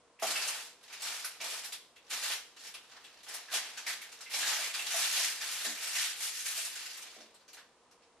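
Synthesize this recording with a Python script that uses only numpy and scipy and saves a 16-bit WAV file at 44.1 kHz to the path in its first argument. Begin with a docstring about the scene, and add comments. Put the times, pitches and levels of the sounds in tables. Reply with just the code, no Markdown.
"""A small, hard kitchen hums steadily, heard by a close stereo microphone. A sheet of baking paper is
lifted off a plastic table: its creases buckle in showers of tiny clicks, slack panels pop with a pitch
and whole folds snap over, while hands bump the table and an upright pipe into resonance. From 1 s the
sheet is laid over the end of the pipe, pressed and patted; from about 4 s it is gathered, folded down
and squeezed. Near 7 s the hands let go, and the last few snaps fade into the hum."""
import sys
import numpy as np
from scipy import signal
from scipy.fft import rfft, irfft, next_fast_len
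from scipy.io import wavfile
from scipy.ndimage import uniform_filter1d

SR = 44100
rng = np.random.default_rng(int(sys.argv[2]) if len(sys.argv) > 2 else 0)


def output_pcm(signal):
    """Save a mono or channel-first signal as 16-bit PCM at the path in sys.argv[1].

    Samples are clipped to [-1, 1] before scaling.
    """
    pcm = np.clip(np.atleast_2d(signal).T, -1, 1) * 32767
    wavfile.write(sys.argv[1], SR, np.round(pcm).astype(np.int16))


N = 361619
T = np.arange(N) / SR
PAD = next_fast_len(N + SR, True)
FREQ = np.maximum(np.fft.rfftfreq(PAD, 1 / SR), 1)

# stereo width at the microphone: (frequency [Hz], relative gain of the side signal [dB])
STEREO_WIDTH = [(60, -4), (110, -6), (200, -11), (370, -11), (670, -14), (1230, -12), (2260, -4.5),
                (4140, -2), (7580, 0.5), (13900, 0)]


def undb(db):
    """Decibels to amplitude ratio."""
    return 10 ** (np.asarray(db) / 20)


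def unit(x):
    """Normalisation to an rms of 1."""
    return x / np.sqrt(np.mean(x ** 2))


def curve(points):
    """Interpolation of (frequency [Hz], gain [dB]) points on a log-frequency axis."""
    hz, db = np.transpose(points)
    return np.interp(np.log(FREQ), np.log(hz), db)


def colour(x, db):
    """Minimum-phase filtering: folding the cepstrum makes the gain curve causal."""
    cepstrum = irfft(np.log(undb(db)), PAD)
    cepstrum[1:PAD // 2] *= 2
    cepstrum[PAD // 2 + 1:] = 0
    return irfft(rfft(x, PAD) * np.exp(rfft(cepstrum)), PAD)[..., :N]


def band(x, hz, kind, order=2):
    """Maximally flat low-pass or high-pass filtering."""
    return signal.sosfilt(signal.butter(order, hz, kind, fs=SR, output="sos"), x)


def ring(x, modes):
    """Superposition of driven resonances: (frequency [Hz], bandwidth [Hz], gain [dB])."""
    return sum(undb(db) * signal.lfilter(*signal.iirpeak(hz, hz / width, fs=SR), x)
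               for hz, width, db in modes)


def steady(x, span_s):
    """Division by the running rms holds the level near 1 and keeps the grain."""
    size = int(span_s * SR)
    power = uniform_filter1d(uniform_filter1d(x ** 2, size), size)
    return x / np.sqrt(power + 1e-4)


def wander(rate_hz):
    """Smooth random modulation with a spread near 1."""
    size = int(SR / rate_hz)
    held = np.repeat(rng.standard_normal(N // size + 2), size)[rng.integers(size):]
    return 1.25 * uniform_filter1d(held, size)[:N]


def kitchen_hum():
    """Stationary noise: broadband from the air, narrowband from an appliance."""
    # air noise: (frequency [Hz], relative level [dB])
    air_spectrum = [(18, -36), (30, -14), (77, -14), (103, -16.5), (146, -12.5), (321, -6), (477, -5),
                    (527, -5.5), (726, -6), (885, -7), (953, -4.5), (1030, -5), (1680, -14.5), (9250, -23),
                    (11000, -34), (14300, -113), (22000, -120)]
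    # appliance drone: (frequency [Hz], bandwidth [Hz], level [dB])
    drone_bands = [(58.7, 3.5, -95), (473.6, 19, -77), (950, 27, -89)]
    mid, side = (unit(colour(rng.standard_normal(N), curve(air_spectrum))) for _ in range(2))
    side = colour(side, curve(STEREO_WIDTH))
    drone = sum(undb(db) * unit(ring(rng.standard_normal(N), [(hz, width, 0)]))
                for hz, width, db in drone_bands)
    return undb(-67.5) * np.array([mid + side, mid - side]) + drone


def handling():
    """Incoherent sources add in power: returns total effort and power-weighted body and crispness [dB]."""
    # light rustle between strokes: (time [s], effort [dB])
    touch = [(0, -88), (0.75, -69), (0.92, -50), (1.7, -60.5), (1.9, -83), (2.1, -56), (2.5, -71),
             (2.7, -60.5), (3.2, -59), (3.7, -50.5), (4.18, -55.5), (4.4, -49.5), (7.15, -54),
             (7.35, -67.5), (8.2, -75.5)]
    # strokes of the hands on the sheet:
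    # (start [s], attack [s], hold [s], release [s], effort [dB], body [dB], crispness [dB])
    strokes = [(0.188, 0.055, 0.24, .3, -39.5, 3.5, 0), (0.98, 0.064, 0.038, 0.34, -40.5, 1.5, 1),
               (1.401, 0.016, 0.09, 0.32, -40, 2.5, -1), (2.082, 0.041, 0.015, .14, -38, 2, 1),
               (2.161, 0.089, 0.071, 0.11, -38, 0.5, -0.5), (2.545, 0.12, 0.0094, 0.088, -48, 0, -1),
               (2.875, 0.038, 0.054, .06, -57, 10, -9), (3.222, 0.11, 0.018, 0.11, -45.5, 5.5, -4),
               (3.495, 0.043, 0.03, 0.058, -34.5, 2.5, -1), (3.575, 0.056, 0.033, 0.11, -47.5, 7.5, -5),
               (3.854, 0.021, 0.0089, 0.12, -38.5, 2, 3), (4.285, 0.066, 0.067, 0.12, -35, 0.5, -1),
               (4.414, 0.054, 0.027, 0.33, -33.5, 1.5, 0.5), (4.584, 0.038, 0.02, 0.14, -39.5, -2, 0),
               (4.718, 0.051, 0.16, .1, -42, 1.5, 1.5), (4.862, 0.099, 0.093, 0.16, -33, -3.5, 1),
               (5.081, 0.057, 0.072, 0.26, -32.5, -5, 0), (5.376, 0.042, 0.27, 0.24, -41, -3, 2),
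               (5.755, 0.07, .08, 0.077, -39.5, -4.5, 1), (5.9, 0.059, 0.064, 0.18, -34, -8, 1),
               (6.132, 0.1, 0.028, 0.12, -39, -5, 5), (6.315, 0.031, 0.061, 0.093, -42.5, -21, 4),
               (6.43, 0.032, 0.14, 0.22, -41, -5.5, 4.5), (6.692, 0.047, 0.12, 0.36, -45.5, -7, 0),
               (7.506, 0.054, 0.035, .08, -58, 6.5, -6)]
    touch_body_db, touch_crisp_db = 2.5, -6.5  # a light touch bends the sheet rather than creasing it
    power = undb(np.interp(T, *np.transpose(touch))) ** 2
    body, crisp = power * touch_body_db, power * touch_crisp_db
    for start, attack, hold, release, db, body_db, crisp_db in strokes:
        rise = np.clip((T - start) / attack, 0, 1) ** 1.04
        fall = np.clip(1 - (T - start - attack - hold) / release, 0, 1) ** 1.63
        stroke_power = (undb(db) * rise * fall) ** 2
        power += stroke_power
        body += stroke_power * body_db
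        crisp += stroke_power * crisp_db
    return 10 * np.log10(power), body / power, crisp / power


def clicks(per_second, scatter_db):
    """Shot noise: independent impulses, most of them tiny, a few large."""
    occurs = rng.random(N) < per_second / SR
    size = np.minimum(rng.exponential(size=N), 3.3)
    sign = rng.choice([-1, 1], N)
    return occurs * sign * undb(scatter_db * size)


def facets(x, scatter_db, drift_db):
    """Impulse excitation: each click rings facets of many sizes, in a mix that drifts as the sheet folds."""
    ringing, hits = 0, np.flatnonzero(x)
    for hz in np.geomspace(900, 12500, 20):
        scatter = np.clip(rng.standard_normal(N)[hits], -2, 2)
        drift = wander(rate_hz=16)[hits]
        push = np.zeros(N)
        push[hits] = x[hits] * undb(scatter_db * scatter + drift_db * drift)
        ringing += signal.lfilter(*signal.iirpeak(hz, Q=8, fs=SR), push)
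    return ringing + undb(0.5) * x  # plus the bare crack of the crease


def bend_tone(x, body_db, crisp_db, body_hz=1250, crisp_hz=6300):
    """Size sets the spectrum: wide bends radiate the body, tight creases the crisp treble."""
    spectrum = rfft(x, PAD)
    low = irfft(spectrum / (1 + (FREQ / body_hz) ** 6), PAD)[:N]
    high = irfft(spectrum / (1 + (crisp_hz / FREQ) ** 6), PAD)[:N]
    return x + (undb(body_db) - 1) * low + (undb(crisp_db) - 1) * high


def crinkle(effort_db, body_db, crisp_db):
    """Buckling and friction: more effort buckles more creases a second; the sheet slides on itself."""
    per_second = 900 * undb(.55 * (effort_db + 39.5))
    buckles = clicks(per_second, scatter_db=3.5)
    creases = steady(facets(buckles, scatter_db=6, drift_db=2), span_s=0.036)
    sliding = undb(-10) * rng.standard_normal(N)
    moving = 1 / (1 + undb(2 * (-67.5 - effort_db)))  # a sheet at rest is silent
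    return bend_tone((creases + sliding) * undb(effort_db) * moving, body_db, crisp_db)


def paper(spots=10, dwell_samples=96):
    """Distributed source: buckles leap between spots, each with its own echoes, and ring the hollow pipe."""
    # air in the pipe under the paper: (frequency [Hz], bandwidth [Hz], gain [dB])
    pipe_modes = [(230, 44, 3.5), (420, 12, -3.5), (675, 112, -3), (1760, 64, -26)]
    # radiation of the sheet: (frequency [Hz], relative gain [dB])
    sheet_spectrum = [(71, -78), (120, -30), (190, -30), (250, -16.5), (330, -12.5), (480, -8.5), (660, -6),
                      (1050, -5), (1600, 0), (2800, 0.5), (4800, -0.5), (8000, -4), (12500, -9),
                      (14000, -19)]
    effort_db, body_db, crisp_db = handling()
    sheet = crinkle(effort_db, body_db, crisp_db) + fold_snaps(body_db)
    active_spot = np.repeat(rng.integers(spots, size=N // dwell_samples + 1), dwell_samples)[:N]
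    heard = 0
    for spot in range(spots):
        share = uniform_filter1d(1. * (active_spot == spot), size=16)
        heard += room(sheet * share, direct_db=-6, echo_db=-0.46)
    return colour(heard + ring(heard, pipe_modes), curve(sheet_spectrum) + 2.52)


def panel_pops(decay_s=0.028):
    """Damped vibration: a slack panel flips over and flutters briefly around its own note."""
    # panels of the sheet flipping: (time [s], frequency [Hz], level [dB])
    flips = [(0.19, 2330, -51), (0.356, 2520, -32.5), (1.961, 2400, -57.5), (1.964, 3120, -58),
             (2.742, 3030, -47), (3.041, 3200, -51.5), (3.482, 1660, -46), (3.89, 1960, -37.5),
             (4.013, 2020, -44), (4.2, 1390, -54), (4.261, 2200, -45), (4.43, 1710, -34),
             (4.635, 2170, -38.5), (4.79, 2690, -35.5), (5.41, 1750, -42), (5.961, 1900, -37),
             (7.572, 1680, -51)]
    out, t = np.zeros(N + SR), T[:SR // 4]
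    for start, hz, db in flips:
        noise = rng.standard_normal(len(t))
        flutter = unit(ring(ring(noise, [(hz, 0.34 * hz, 0)]), [(hz, 0.35 * hz, 0)]))
        i = int(start * SR)
        out[i:i + len(t)] += undb(db) * steady(flutter, span_s=0.014) * np.exp(-t / decay_s)
    return out[:N]


def hand_bumps():
    """Forced vibration: soft, scuffing pushes drive the modes of the pipe and table."""
    # hand contacts: (time [s], relative level [dB], centre frequency [Hz], decay time [s])
    contacts = [(0.223, -42, 950, 0.059), (0.225, -47, 380, 0.065), (1.406, -61.5, 417, 0.058),
                (3.534, -51.5, 850, 0.041), (4.587, -57, 700, 0.03), (4.942, -52.5, 786, 0.077),
                (5.178, -56, 700, 0.023), (5.236, -58, 276, 0.029), (5.649, -57, 447, 0.082),
                (5.668, -47, 278, 0.02), (6.578, -59, 490, 0.0074), (7.165, -58.5, 330, 0.036),
                (7.208, -63, 320, 0.075)]
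    # pipe standing on the table: (frequency [Hz], bandwidth [Hz], gain [dB])
    table_modes = [(227.4, 16, 0.5), (303, 19, -6), (353, 8.6, -1.5), (433, 27, -0.5), (533, 49, -10),
                   (657, 61, 4.5), (715, 63, 3), (800, 210, -12.5), (1080, 100, -1), (1300, 100, -7)]
    force, t = np.zeros(N), T[:SR // 3]
    for start, db, hz, decay_s in contacts:
        scuff = rng.standard_normal(len(t)) * np.exp(-t / decay_s)
        scuff[0] += .6 * np.sqrt(np.sum(scuff ** 2))  # first contact
        push = ring(ring(scuff, [(hz, hz, 0)]), [(hz, hz, 0)])
        push *= np.sqrt(decay_s * SR / 2 / np.sum(push ** 2))  # energy grows with duration
        i = int(start * SR)
        force[i:i + len(t)] += undb(db + 5) * push
    return band(ring(force, table_modes), 173, "high", order=3)


def fold_snaps(body_db, decay_s=0.018):
    """Snap-through instability: a fold gives way with one crack, then a dying run of smaller buckles."""
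    # folds snapping over: (time [s], relative level [dB], crispness [dB])
    folds = [(0.224, -29.5, 3.5), (0.268, -28.5, 1), (0.305, -30, 2), (0.356, -30.5, -1), (0.42, -27, -8),
             (0.4758, -31, 6.5), (0.8294, -51, 3), (0.9272, -38.5, 1), (1.0205, -32.5, 0.5),
             (1.2012, -45, -2), (1.2455, -27.5, 0.5), (1.403, -31.5, -19), (1.643, -33.5, 3.5),
             (1.7228, -33, 2.5), (1.958, -49.5, -5), (2.106, -33, 1), (2.232, -29, 2.5),
             (2.313, -27.5, 0.5), (2.565, -41.5, -10), (2.7402, -36.5, -3.5), (3.04, -45.5, -3),
             (3.231, -48, 3), (3.2845, -39.5, 6), (3.339, -37.5, 10), (3.54, -27, 3), (3.772, -33, 0.5),
             (3.866, -29, -11), (3.894, -46, 2), (4.0153, -40.5, 4.5), (4.118, -44, 5.5), (4.207, -42, 6),
             (4.335, -29.5, 0), (4.74, -28.5, 2), (4.866, -30, -15), (5.049, -33, -6), (5.1636, -26.5, -4),
             (5.242, -29, 5), (5.411, -28.5, -15), (5.514, -40.5, 12), (5.645, -26.5, 3),
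             (6.2184, -35.5, 8), (6.4574, -32, 6.5), (6.5756, -32.5, 4.5), (6.648, -34, 7),
             (6.754, -35.5, 0), (6.969, -46, 10), (7.017, -43.5, 6.5), (7.203, -46, -5), (7.3425, -50, -2),
             (7.403, -54, -13), (7.48, -42, -8), (7.531, -45, 2), (7.5722, -51.5, -12),
             (7.9104, -54.5, -2.5), (8.021, -51.5, -27)]
    crack_db, run_db = 8, -4.5
    buckles = clicks(per_second=2200, scatter_db=5.5)
    run = steady(facets(buckles, scatter_db=5, drift_db=5.5), span_s=0.0043)
    out, crisp = np.zeros((2, N))
    dying = np.exp(-T / decay_s)
    for start, db, crisp_db in folds:
        i = int(start * SR)
        out[i:] += undb(db + run_db) * run[i:] * dying[:N - i]
        out[i] += undb(db + crack_db)
        crisp[i:] = crisp_db
    return bend_tone(out, body_db - 3, crisp)  # a little thinner than the sheet as it is held


def reflections(t60_low_s=0.22, t60_mid_s=0.51, t60_top_s=0.21, early_decay_s=0.011):
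    """Diffuse reverberation: early reflections off table and body, then a tail decaying in three bands."""
    t = T[:SR // 2]
    noise = rng.standard_normal(len(t)) * (t > .0012)
    low, top = band(noise, 1100, "low", order=1), band(noise, 6100, "high", order=1)
    bands = [(low, t60_low_s), (noise - low - top, t60_mid_s), (top, t60_top_s)]
    tail = sum(part * undb(-60 * t / t60) for part, t60 in bands)
    early = undb(5.5) * noise * np.exp(-t / early_decay_s)
    response = early + tail
    return response / np.sqrt(np.sum(response ** 2))


def room(x, direct_db, echo_db):
    """Direct and diffuse fields as mid and side: the source is ahead, its reflections all round."""
    mid, side = (signal.oaconvolve(x, reflections())[:N] for _ in range(2))
    return np.array([undb(direct_db) * x + undb(echo_db) * mid, undb(echo_db) * side])


def microphone(mid, side):
    """Spatial coherence: two close ports hear long waves much alike, short waves differently."""
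    # imbalance of the ports: (frequency [Hz], left minus right [dB])
    balance = [(60, 10), (110, -14), (200, -0.5), (370, -3), (670, -1.5), (1230, -2), (2260, -1.5),
               (4140, -0.5), (7580, 2), (13900, 2)]
    side = colour(side, curve(STEREO_WIDTH) + 0.24)
    lean_db = curve(balance) / 2
    return np.array([colour(mid + side, lean_db), colour(mid - side, -lean_db)])


def scene():
    """Superposition of paper, pops and bumps at the microphone, over the kitchen's hum."""
    pops = room(panel_pops(), direct_db=-5.5, echo_db=-4)
    bumps = room(hand_bumps(), direct_db=0.5, echo_db=-3)
    mid, side = paper() + pops + bumps
    return microphone(mid, side) + kitchen_hum()


def record(dry, cutoff_hz=13950):
    """Band limiting: a steep elliptic low-pass removes the highest treble."""
    return signal.sosfilt(signal.ellip(10, .2, 70, cutoff_hz, fs=SR, output="sos"), dry)


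dry = scene()
out = record(dry)
output_pcm(out)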